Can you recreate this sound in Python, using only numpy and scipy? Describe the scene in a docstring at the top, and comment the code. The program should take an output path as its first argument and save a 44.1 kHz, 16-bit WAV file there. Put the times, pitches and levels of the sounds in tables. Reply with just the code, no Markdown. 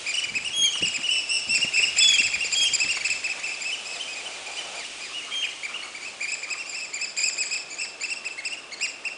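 """Short arched pips from several oystercatchers overlap across a marsh pool, with four long whistles.
Each note is a syrinx tone on a bending pitch; the reeds, the bank and the far tree line throw it back.
Midway the long pips end in falling tails, and hoarse yelps of other water birds carry from further off.
Air rushes and hisses over the marsh; soft thumps and ticks sound close to the hand-held microphone."""
import sys
import numpy as np
from scipy import signal
from scipy.fft import rfft, irfft, next_fast_len
from scipy.io import wavfile
from scipy.ndimage import map_coordinates

SR = 44100
rng = np.random.default_rng(int(sys.argv[2]) if len(sys.argv) > 2 else 0)


def int16_out(signal):
    """Quantize to a 16-bit WAV file."""
    q = np.round(np.clip(np.atleast_2d(signal).T, -1, 1) * 32767)
    wavfile.write(sys.argv[1], SR, q.astype(np.int16))


N = 404397


def amp(db):
    """Decibels to gain."""
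    return 10 ** (np.asarray(db) / 20)


def unit(x):
    """Scaled to rms 1."""
    return x / np.sqrt(np.mean(x ** 2) + 1e-20)


def along(points, hz):
    """(frequency [Hz], value) points read on a log axis."""
    knots_hz, values = np.transpose(points)
    return np.interp(np.log(hz + 1), np.log(knots_hz + 1), values)


def level(rows):
    """Gain per sample from (time [s], level [dB]) rows."""
    return amp(np.interp(np.arange(N) / SR, *np.transpose(rows)))


def wobble(rate, size):
    """A smooth random curve, rate knots a second."""
    knots = rng.standard_normal(int(size * rate / SR) + 4)
    return map_coordinates(knots, [np.arange(size) * rate / SR])


def filtered(x, response):
    """x through a filter whose gain is response(hz)."""
    size = next_fast_len(len(x) + 4096)
    return irfft(rfft(x, size) * response(np.fft.rfftfreq(size, 1 / SR)), size)[:len(x)]


def coloured(x, colour):
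    """x shaped by (frequency [Hz], gain [dB]) points."""
    return filtered(x, lambda hz: amp(along(colour, hz)))


def noise(colour):
    """Noise of rms 1 with the given colour."""
    return unit(coloured(rng.standard_normal(N), colour))


def add(track, start, sound):
    """Mix a sound into the track, start seconds in."""
    part = track[max(round(start * SR), 0):][:len(sound)]
    part += sound[:len(part)]


# Rush from the distant trees: (frequency [Hz], gain [dB])
RUSH_COLOUR = [(15, -61), (25, -29.5), (256, -7.5), (285, -4), (323, -5), (366, -2.5), (438, -4), (710, -2),
               (1020, -6.5), (1150, -2.5), (1280, -5.5), (1800, -7.5), (2340, -27), (3960, -120)]
# Hiss over the open marsh: (time [s], relative level [dB])
HISS_LEVELS = [(0.0, -41), (0.36, -46.5), (0.92, -45), (1.5, -44.5), (2.02, -40.5), (2.4, -42.5),
               (3.6, -44), (4.78, -42.5), (5.13, -43.5), (7.15, -51), (9.17, -52.5)]
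# Its spectrum: (frequency [Hz], gain [dB])
HISS_COLOUR = [(900, -9), (1700, -2), (2500, 12), (4000, 4.5), (6000, 3), (8500, 0.5), (10000, -5.5)]
# A faint mid-range rustle that swells once: (time [s], level [dB])
RUSTLE_LEVELS = [(0, -69), (2.1, -52), (3.7, -53), (4.15, -48), (4.75, -46), (4.95, -58.5), (9.17, -85)]
# Handling rumble at the microphone: (time [s], level [dB])
RUMBLE_LEVELS = [(0, -80), (.3, -61), (1.2, -64.5), (2, -58), (2.35, -53), (2.7, -60), (3.1, -57),
                 (3.35, -78.5), (9.17, -80.5)]


def air():
    """The bed of the marsh: a low rush from far trees, fine hiss, a passing rustle and handling rumble."""
    rustle_colour = [(250, -32), (480, -3), (780, 1), (1000, -7.5), (1450, -5), (2500, -31)]
    rumble_colour = [(20, -19), (50, -5), (130, -5), (300, -10.5), (700, -40)]
    rush = amp(-48.5 + 0.28 * wobble(8.7, N)) * noise(RUSH_COLOUR)
    hiss = amp(4.5) * level(HISS_LEVELS) * noise(HISS_COLOUR)
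    rustle = level(RUSTLE_LEVELS) * amp(3.6 * wobble(35, N)) * noise(rustle_colour)
    rumble = level(RUMBLE_LEVELS) * amp(3.9 * wobble(22, N)) * noise(rumble_colour)
    return rush + hiss + rustle + rumble


def puff(length, response):
    """A burst of coloured noise that swells fast and dies more slowly."""
    u = np.arange(int(3 * length * SR)) / (length * SR / 4)  # 1 at the peak
    return unit(filtered(rng.standard_normal(len(u)), response)) * u * np.exp(1 - u)


# Soft thumps at the microphone: (time [s], length [s], level [dB])
NEAR_THUMPS = [(0.311, 0.069, -45), (0.367, 0.021, -42), (0.583, 0.071, -46), (0.806, 0.091, -38),
               (0.822, 0.017, -30.5), (0.98, 0.045, -44.5), (1.463, 0.092, -45), (1.578, 0.035, -44),
               (1.644, 0.015, -33), (1.797, 0.0089, -32), (1.835, 0.044, -48), (2.199, 0.017, -37.5),
               (2.445, 0.01, -37), (2.596, 0.032, -49), (2.841, 0.043, -43), (3.074, 0.18, -59)]
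# Dry ticks, just as close: (time [s], length [s], level [dB])
NEAR_TICKS = [(.752, .02, -34), (.99, .015, -42), (2.968, .014, -31), (3.372, .03, -37)]
# Spectrum of a tick: (frequency [Hz], gain [dB])
TICK_SPECTRUM = [(300, -16), (800, -5), (1150, 3), (1700, -1), (3000, -6), (6000, -14.5), (10000, -17)]


def knocks(low_hz=140, typical_edge_hz=310, typical_s=0.049):
    """Dull thumps and dry ticks close to the microphone, each a puff of noise."""
    out = np.zeros(N)
    for start, length, db in NEAR_THUMPS:
        edge_hz = typical_edge_hz * (typical_s / length) ** 0.42  # shorter thumps reach higher
        thump = puff(length, lambda hz: hz ** 2 / (hz ** 2 + low_hz ** 2) / (1 + (hz / edge_hz) ** 4))
        add(out, start, amp(db) * thump)
    for start, length, db in NEAR_TICKS:
        add(out, start, amp(db) * puff(length, lambda hz: amp(along(TICK_SPECTRUM, hz))))
    return out


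def scatter(x, decay, delay_s, build_s):
    """Diffuse echo from foliage: it arrives late, builds up and dies at each frequency's own speed."""
    hz, t, spectrum = signal.stft(rng.standard_normal(SR), SR, nperseg=256)
    envelope = amp(-60 * t / along(decay, hz)[:, None]) * (1 - np.exp(-t / build_s))
    tail = signal.istft(spectrum * envelope, SR, nperseg=256)[1]
    tail = np.pad(tail / np.linalg.norm(tail), (int(delay_s * SR), 0))
    return signal.fftconvolve(x, tail)[:N]


# What the foliage round the pool sends back: (frequency [Hz], gain [dB])
FOLIAGE_COLOUR = [(2000, 0), (2700, 0), (5300, 2.5), (7500, 1), (10000, -6.5)]
# Echo from the far tree line: (frequency [Hz], time to fall 60 dB [s])
TREE_DECAY = [(500, 0.31), (2600, 1), (5000, 0.7), (8000, 0.42), (11000, 0.78)]


def echoes(calls):
    """The reeds answer at once, the bank later, and the tree line rings longest."""
    returned = coloured(calls, FOLIAGE_COLOUR)
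    reeds = scatter(returned, [(2000, 0.12), (9000, 0.037)], delay_s=0.003, build_s=0.00092)
    bank = scatter(returned, [(2000, 0.092), (9000, 0.17)], delay_s=0.04, build_s=0.0021)
    trees = scatter(returned, TREE_DECAY, delay_s=0.03, build_s=0.0068)
    return amp(-13) * reeds + amp(-9) * bank + amp(-11) * trees


# Water birds further off: (time [s], length [s], pitch [Hz], relative level [dB])
FAR_YELPS = [(5.091, 0.044, 1230, -51), (5.249, 0.083, 1270, -53), (5.68, 0.053, 1260, -50.5),
             (5.735, 0.04, 1250, -49.5), (5.809, .1, 1250, -53), (6.47, 0.04, 1230, -50.5),
             (6.535, 0.034, 1216, -51)]


def far_yelps(width_hz=170):
    """Hoarse yelps, blurred by distance to a breathy band of noise."""
    out = np.zeros(N)
    for start, length, pitch_hz, db in FAR_YELPS:
        arch = np.sin(np.linspace(0, np.pi, int(length * SR)))
        breath = rng.standard_normal(len(arch))
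        rasp = filtered(breath, lambda hz: 1 / (1 + ((hz - pitch_hz) / width_hz) ** 2))
        add(out, start, amp(db) * arch * unit(rasp))
    return out


def voice(pitch_hz, levels_db, jitter, flutter_db, smear=0):
    """A syrinx tone on one unsteady pitch; higher harmonics flutter and smear more over the water."""
    size = len(pitch_hz)
    phase = 2 * np.pi * np.cumsum(pitch_hz * (1 + jitter * wobble(915, size))) / SR
    tone = np.zeros(size)
    for k, db in enumerate(levels_db, 1):
        gain = amp(db + flutter_db * np.sqrt(k) * wobble(223.5, size))
        tone += gain * np.sin(k * phase + smear * np.log(k) * wobble(478, size))
    return np.sqrt(2) * tone


# Falling tails of the long pips midway, faint across the pool: (time [s], length [s], level [dB])
PIP_TAILS = [(3.92, 0.062, -46.5), (4.132, 0.073, -51), (4.31, 0.1, -52), (4.535, 0.097, -50),
             (4.776, 0.075, -45), (5.012, 0.082, -49.5)]


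def pip_tails(from_hz=2450, to_hz=1576):
    """Falling tails of the long pips: two harmonics sliding down ever faster as each pip ends."""
    out = np.zeros(N)
    for start, length, db in PIP_TAILS:
        u = np.linspace(0, 1, int(length * SR))
        gate = np.clip(6 * np.minimum(u, 1 - u), 0, 1)
        pitch_hz = from_hz + (to_hz - from_hz) * u ** 1.2
        add(out, start, gate * voice(pitch_hz, [db, db + 1], jitter=0.008, flutter_db=1.5))
    return out


# Whistles across the pool: (start [s], end [s], pitch [Hz], steady fall [Hz], relative level [dB],
# swell from start to end [dB], overtones against the fundamental [dB])
LONG_WHISTLES = [(0.531, 0.695, 3305, 63, -24.5, 7, -4.5), (2.006, 2.18, 3467, 175, -21, -4.5, -12.5),
                 (2.55, 2.683, 3285, 32, -22, -0.5, -9.5), (5.308, 5.456, 3210, 21, -29, 1, -13.5)]


def whistles(scoop_s=0.0067, edge_s=0.0028, ends_db=-3, dull_ends_db=-11, third_db=-10):
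    """Long, clean notes: each scoops up to pitch, swells or fades, is brightest midway, then droops."""
    out = np.zeros(N)
    for start, end, top_hz, fall_hz, db, swell_db, overtones_db in LONG_WHISTLES:
        length = end - start
        t = np.arange(int(length * SR)) / SR
        u = t / length
        scoop = 0.04 * np.exp(-t / scoop_s)
        droop = 0.076 * u ** 9.3
        pitch_hz = top_hz * (1 - scoop - droop) - fall_hz * u
        ends = (2 * u - 1) ** 2  # 0 midway, 1 at either end
        first_db = db + swell_db * (u - 0.5) + ends_db * ends + 1.5 * wobble(39, len(t))
        second_db = first_db + overtones_db + dull_ends_db * ends
        upper_db = [second_db + step_db + 4.5 * wobble(63.3, len(t)) for step_db in (0, third_db)]
        gate = np.clip(np.minimum(t, length - t) / edge_s, 0, 1)
        add(out, start, gate * voice(pitch_hz, [first_db, *upper_db], jitter=0.0082, flutter_db=1.45))
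    return out


def trill(start=3.047, spacing_s=0.0485, note_s=0.025, top_hz=2310, first_db=-31.5, fade_db=3.5):
    """Pip rows for another bird under the piping: a quick, even run that fades away."""
    overtones_db = -4
    return [(start + k * spacing_s, note_s, top_hz, first_db - k * fade_db, overtones_db)
            for k in range(7)]


def pip(length, top_hz, db, overtones_db, catch=0.3, release=0.38, bite_db=1.2, bite_s=0.011):
    """One arch of pitch: the voice catches with a bite near the top and lets go more softly."""
    u = np.linspace(-1, 1, int(length * SR))
    # 2 is a parabola; longer and lower pips are flatter on top
    squareness = 2.4 * (length / 0.055) ** 0.45 * (2550 / top_hz) ** 1.247
    slack = np.abs(u) ** squareness  # 0 at full tension, 1 at either end
    held = np.clip((length - 0.085) / 0.04, 0, 1)  # long notes sweep less, with fainter flanks
    sweep = 0.37 * slack + 0.1733 * slack ** 5  # a steep flick opens and closes the note
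    pitch_hz = top_hz * (1 - (1 - 0.55 * held) * sweep)

    weakness = 1 - 1 / (1 + np.where(u < 0, (slack / catch) ** 8, (slack / release) ** 3))
    full_db = db + np.array([0, overtones_db, overtones_db - 2, overtones_db - 4])  # harmonics 1 to 4
    flanks_db = np.array([-10.96, -9.66, -11.6, -10]) - 7 * held
    levels_db = full_db[:, None] + flanks_db[:, None] * weakness
    since_catch = (u + catch ** (1 / squareness)) * length / 2
    levels_db[1:] += bite_db * (since_catch > 0) * np.exp(-np.abs(since_catch) / bite_s)

    blur = np.clip((-23 - full_db.max()) / 12, 0, 1)  # scattering roughens faint pips most
    smear = 0.72 * (blur + 0.5 * held + 0.5) * (1 - 0.5 * weakness)
    tone = voice(pitch_hz, levels_db, jitter=0.004 + 0.01 * blur, flutter_db=1.74 + blur, smear=smear)
    gate = np.clip((1 - np.abs(u)) * 20, 0, 1)
    return tone * gate


# Oystercatchers across the pool: (time [s], length [s], top pitch [Hz], relative level [dB],
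# overtones against the fundamental [dB])
ARCHED_PIPS = [(0.055, 0.045, 2517, -30, -8), (0.076, 0.048, 2455, -27.5, -7.5),
               (0.13, 0.037, 2950, -27, -3.5), (0.158, 0.05, 3000, -26.5, -2),
               (0.231, 0.027, 2494, -24, -12), (0.282, 0.025, 2397, -29, -17),
               (0.341, 0.049, 2610, -23.5, -11), (0.434, 0.065, 2907, -29.5, -5),
               (0.626, 0.057, 2354, -30.0, -7), (0.712, 0.09, 2937, -30, -2),
               (0.811, 0.061, 2893, -23.5, -7.5), (0.843, 0.055, 2630, -29.5, -4.5),
               (0.932, 0.046, 2594, -25.5, -7), (1.017, 0.074, 2950, -27.5, -9),
               (1.069, 0.096, 2969, -25.5, -8), (1.087, 0.14, 2690, -29, -3),
               (1.272, 0.135, 2718, -29.5, 2.5), (1.282, 0.131, 2905, -32, -2),
               (1.473, 0.122, 2716, -25.5, 0.5), (1.539, 0.045, 2530, -25, -4),
               (1.604, 0.052, 2858, -22.5, -8), (1.717, 0.18, 2618, -34.5, 3.5),
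               (1.718, 0.11, 2675, -23.5, -9), (1.761, 0.043, 2497, -22.0, -12),
               (1.814, 0.045, 2883, -21.5, -8), (1.953, 0.053, 2550, -25.5, -11),
               (1.97, 0.078, 2648, -22, 1), (2.087, 0.037, 2576, -22, -6.5),
               (2.127, 0.038, 2487, -22.5, -5), (2.173, 0.05, 2740, -19.5, -7),
               (2.218, 0.068, 2607, -25, -6), (2.325, 0.04, 2468, -22.5, -11.5),
               (2.392, 0.064, 2805, -27, -7.5), (2.435, 0.047, 2474, -31.5, -2),
               (2.516, 0.038, 2524, -28, 1.5), (2.558, 0.041, 2505, -42.5, 12),
               (2.599, 0.048, 2590, -28, 0), (2.637, 0.06, 2823, -26, -5.5),
               (2.725, 0.043, 2500, -28.5, 3.5), (2.787, 0.066, 2630, -23.0, -6),
               (2.877, 0.059, 2808, -23.5, -6.5), (2.902, 0.036, 2490, -32, -3),
               (2.949, 0.037, 2326, -29, -7), (3, 0.028, 2337, -27, -11.5), (3.037, 0.048, 2646, -23, -7),
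               (3.09, 0.052, 2645, -24.5, -6.5), (3.231, 0.05, 2652, -24.5, -10),
               (3.284, 0.055, 2610, -28.5, -12.5), (3.387, 0.023, 2300, -33, -5),
               (3.423, 0.059, 2688, -28, -9.5), (3.461, 0.055, 2445, -33.0, -8),
               (3.498, 0.062, 2640, -32.5, -8.5), (3.599, 0.046, 2467, -33, -4),
               (3.627, 0.095, 2620, -28.5, -10.5), (3.706, 0.055, 3050, -31.5, -4),
               (3.83, 0.159, 2575, -38.5, -3.5), (3.985, 0.062, 3114, -33.5, -4.5),
               (4.059, 0.102, 2540, -34.5, -10.5), (4.141, 0.08, 2500, -36.5, -10.5),
               (4.241, 0.052, 3060, -37.5, -2), (4.295, 0.081, 2413, -42, -9.5),
               (4.454, 0.043, 2480, -36.5, -12.5), (4.479, 0.15, 2410, -42, -6.5),
               (4.556, 0.066, 3056, -37, -2), (4.732, 0.093, 2434, -39.5, -6),
               (4.838, 0.038, 2975, -37, -4), (4.989, 0.088, 2490, -37, -9.5),
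               (5.115, 0.106, 2900, -36, -12), (5.214, 0.057, 2250, -39.5, -9),
               (5.309, 0.052, 2395, -34, -16), (5.414, 0.042, 2920, -28.5, -20),
               (5.434, 0.036, 2496, -27.5, -17), (5.493, 0.042, 2080, -40, -5),
               (5.624, 0.046, 2400, -27.5, -13.5), (5.728, 0.059, 2936, -31, -17),
               (5.816, 0.06, 2250, -38, -7), (5.938, 0.05, 2400, -34, -14),
               (6.003, 0.055, 2305, -36.5, -7.5), (6.035, 0.072, 2620, -35.5, -9),
               (6.196, 0.063, 2455, -28.5, -13), (6.22, 0.043, 2410, -28.5, -11),
               (6.27, 0.047, 2576, -30.5, -8), (6.307, 0.051, 2608, -28.5, -5.5),
               (6.421, 0.036, 2440, -28.0, -12.5), (6.49, 0.058, 2600, -28, -7),
               (6.57, 0.067, 2740, -34.5, -7.5), (6.648, 0.099, 2466, -43.5, 1),
               (6.719, 0.045, 2405, -34, -14), (6.732, 0.08, 2683, -34.5, -4),
               (6.789, 0.079, 2597, -34.5, -7), (6.92, 0.068, 2402, -32.5, -7.5),
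               (7.001, 0.061, 2620, -28.0, -4.5), (7.165, 0.041, 2506, -28, -3),
               (7.188, 0.048, 2470, -30, -4), (7.214, 0.09, 2554, -29, -2.5), (7.22, 0.084, 2655, -34.5, 0),
               (7.367, 0.075, 2587, -27, -3), (7.423, 0.048, 2386, -39.5, -1),
               (7.499, 0.054, 2585, -30, -2.5), (7.531, 0.052, 2637, -29, -3.5),
               (7.688, 0.076, 2350, -39.5, -2), (7.771, 0.089, 2690, -31.5, -4),
               (7.805, 0.051, 2610, -28.5, -9.5), (7.999, 0.045, 2350, -35.5, -3),
               (8.025, 0.042, 2675, -26.5, -7), (8.094, 0.049, 2770, -29, -4.5),
               (8.241, 0.049, 2660, -29, -8), (8.371, 0.042, 2190, -32.5, -10),
               (8.441, 0.049, 2702, -28.5, -5), (8.509, 0.047, 2815, -31.5, -8.5),
               (8.711, 0.041, 2245, -36.0, -1.5), (8.796, 0.075, 2540, -30.5, -2.5),
               (8.81, 0.059, 2816, -27.5, -7), (9.041, 0.051, 2756, -28, -10.5)]
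# Resonance of the throat and open bill: (frequency [Hz], gain [dB])
BILL_COLOUR = [(1500, -7.5), (2600, -0.5), (3100, 3.5), (3800, -7), (5000, 0), (6100, -10.5), (7300, 4.5),
               (8000, -5), (8800, -9.5), (9800, -14)]


def piping():
    """The overlapping pips of several birds and one trill, coloured by throat and bill."""
    out = np.zeros(N)
    for start, *note in [*ARCHED_PIPS, *trill()]:
        add(out, start, pip(*note))
    return coloured(out, BILL_COLOUR)


def scene():
    """One microphone by the pool: the birds and their echoes, over close knocks and the marsh air."""
    calls = amp(-0.46) * piping() + pip_tails() + amp(7) * far_yelps()
    whistling = amp(-0.56) * whistles()
    answers = echoes(calls + amp(-3.5) * whistling)  # the whistles sound drier than the pips
    return (calls + whistling + answers + knocks() + air())[None]


def record(dry):
    """The microphone's band ends steeply in the high treble."""
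    top_hz = 10100
    return np.array([filtered(x, lambda hz: 1 / np.sqrt(1 + (hz / top_hz) ** 190)) for x in dry])


dry = scene()
out = record(dry)
int16_out(out)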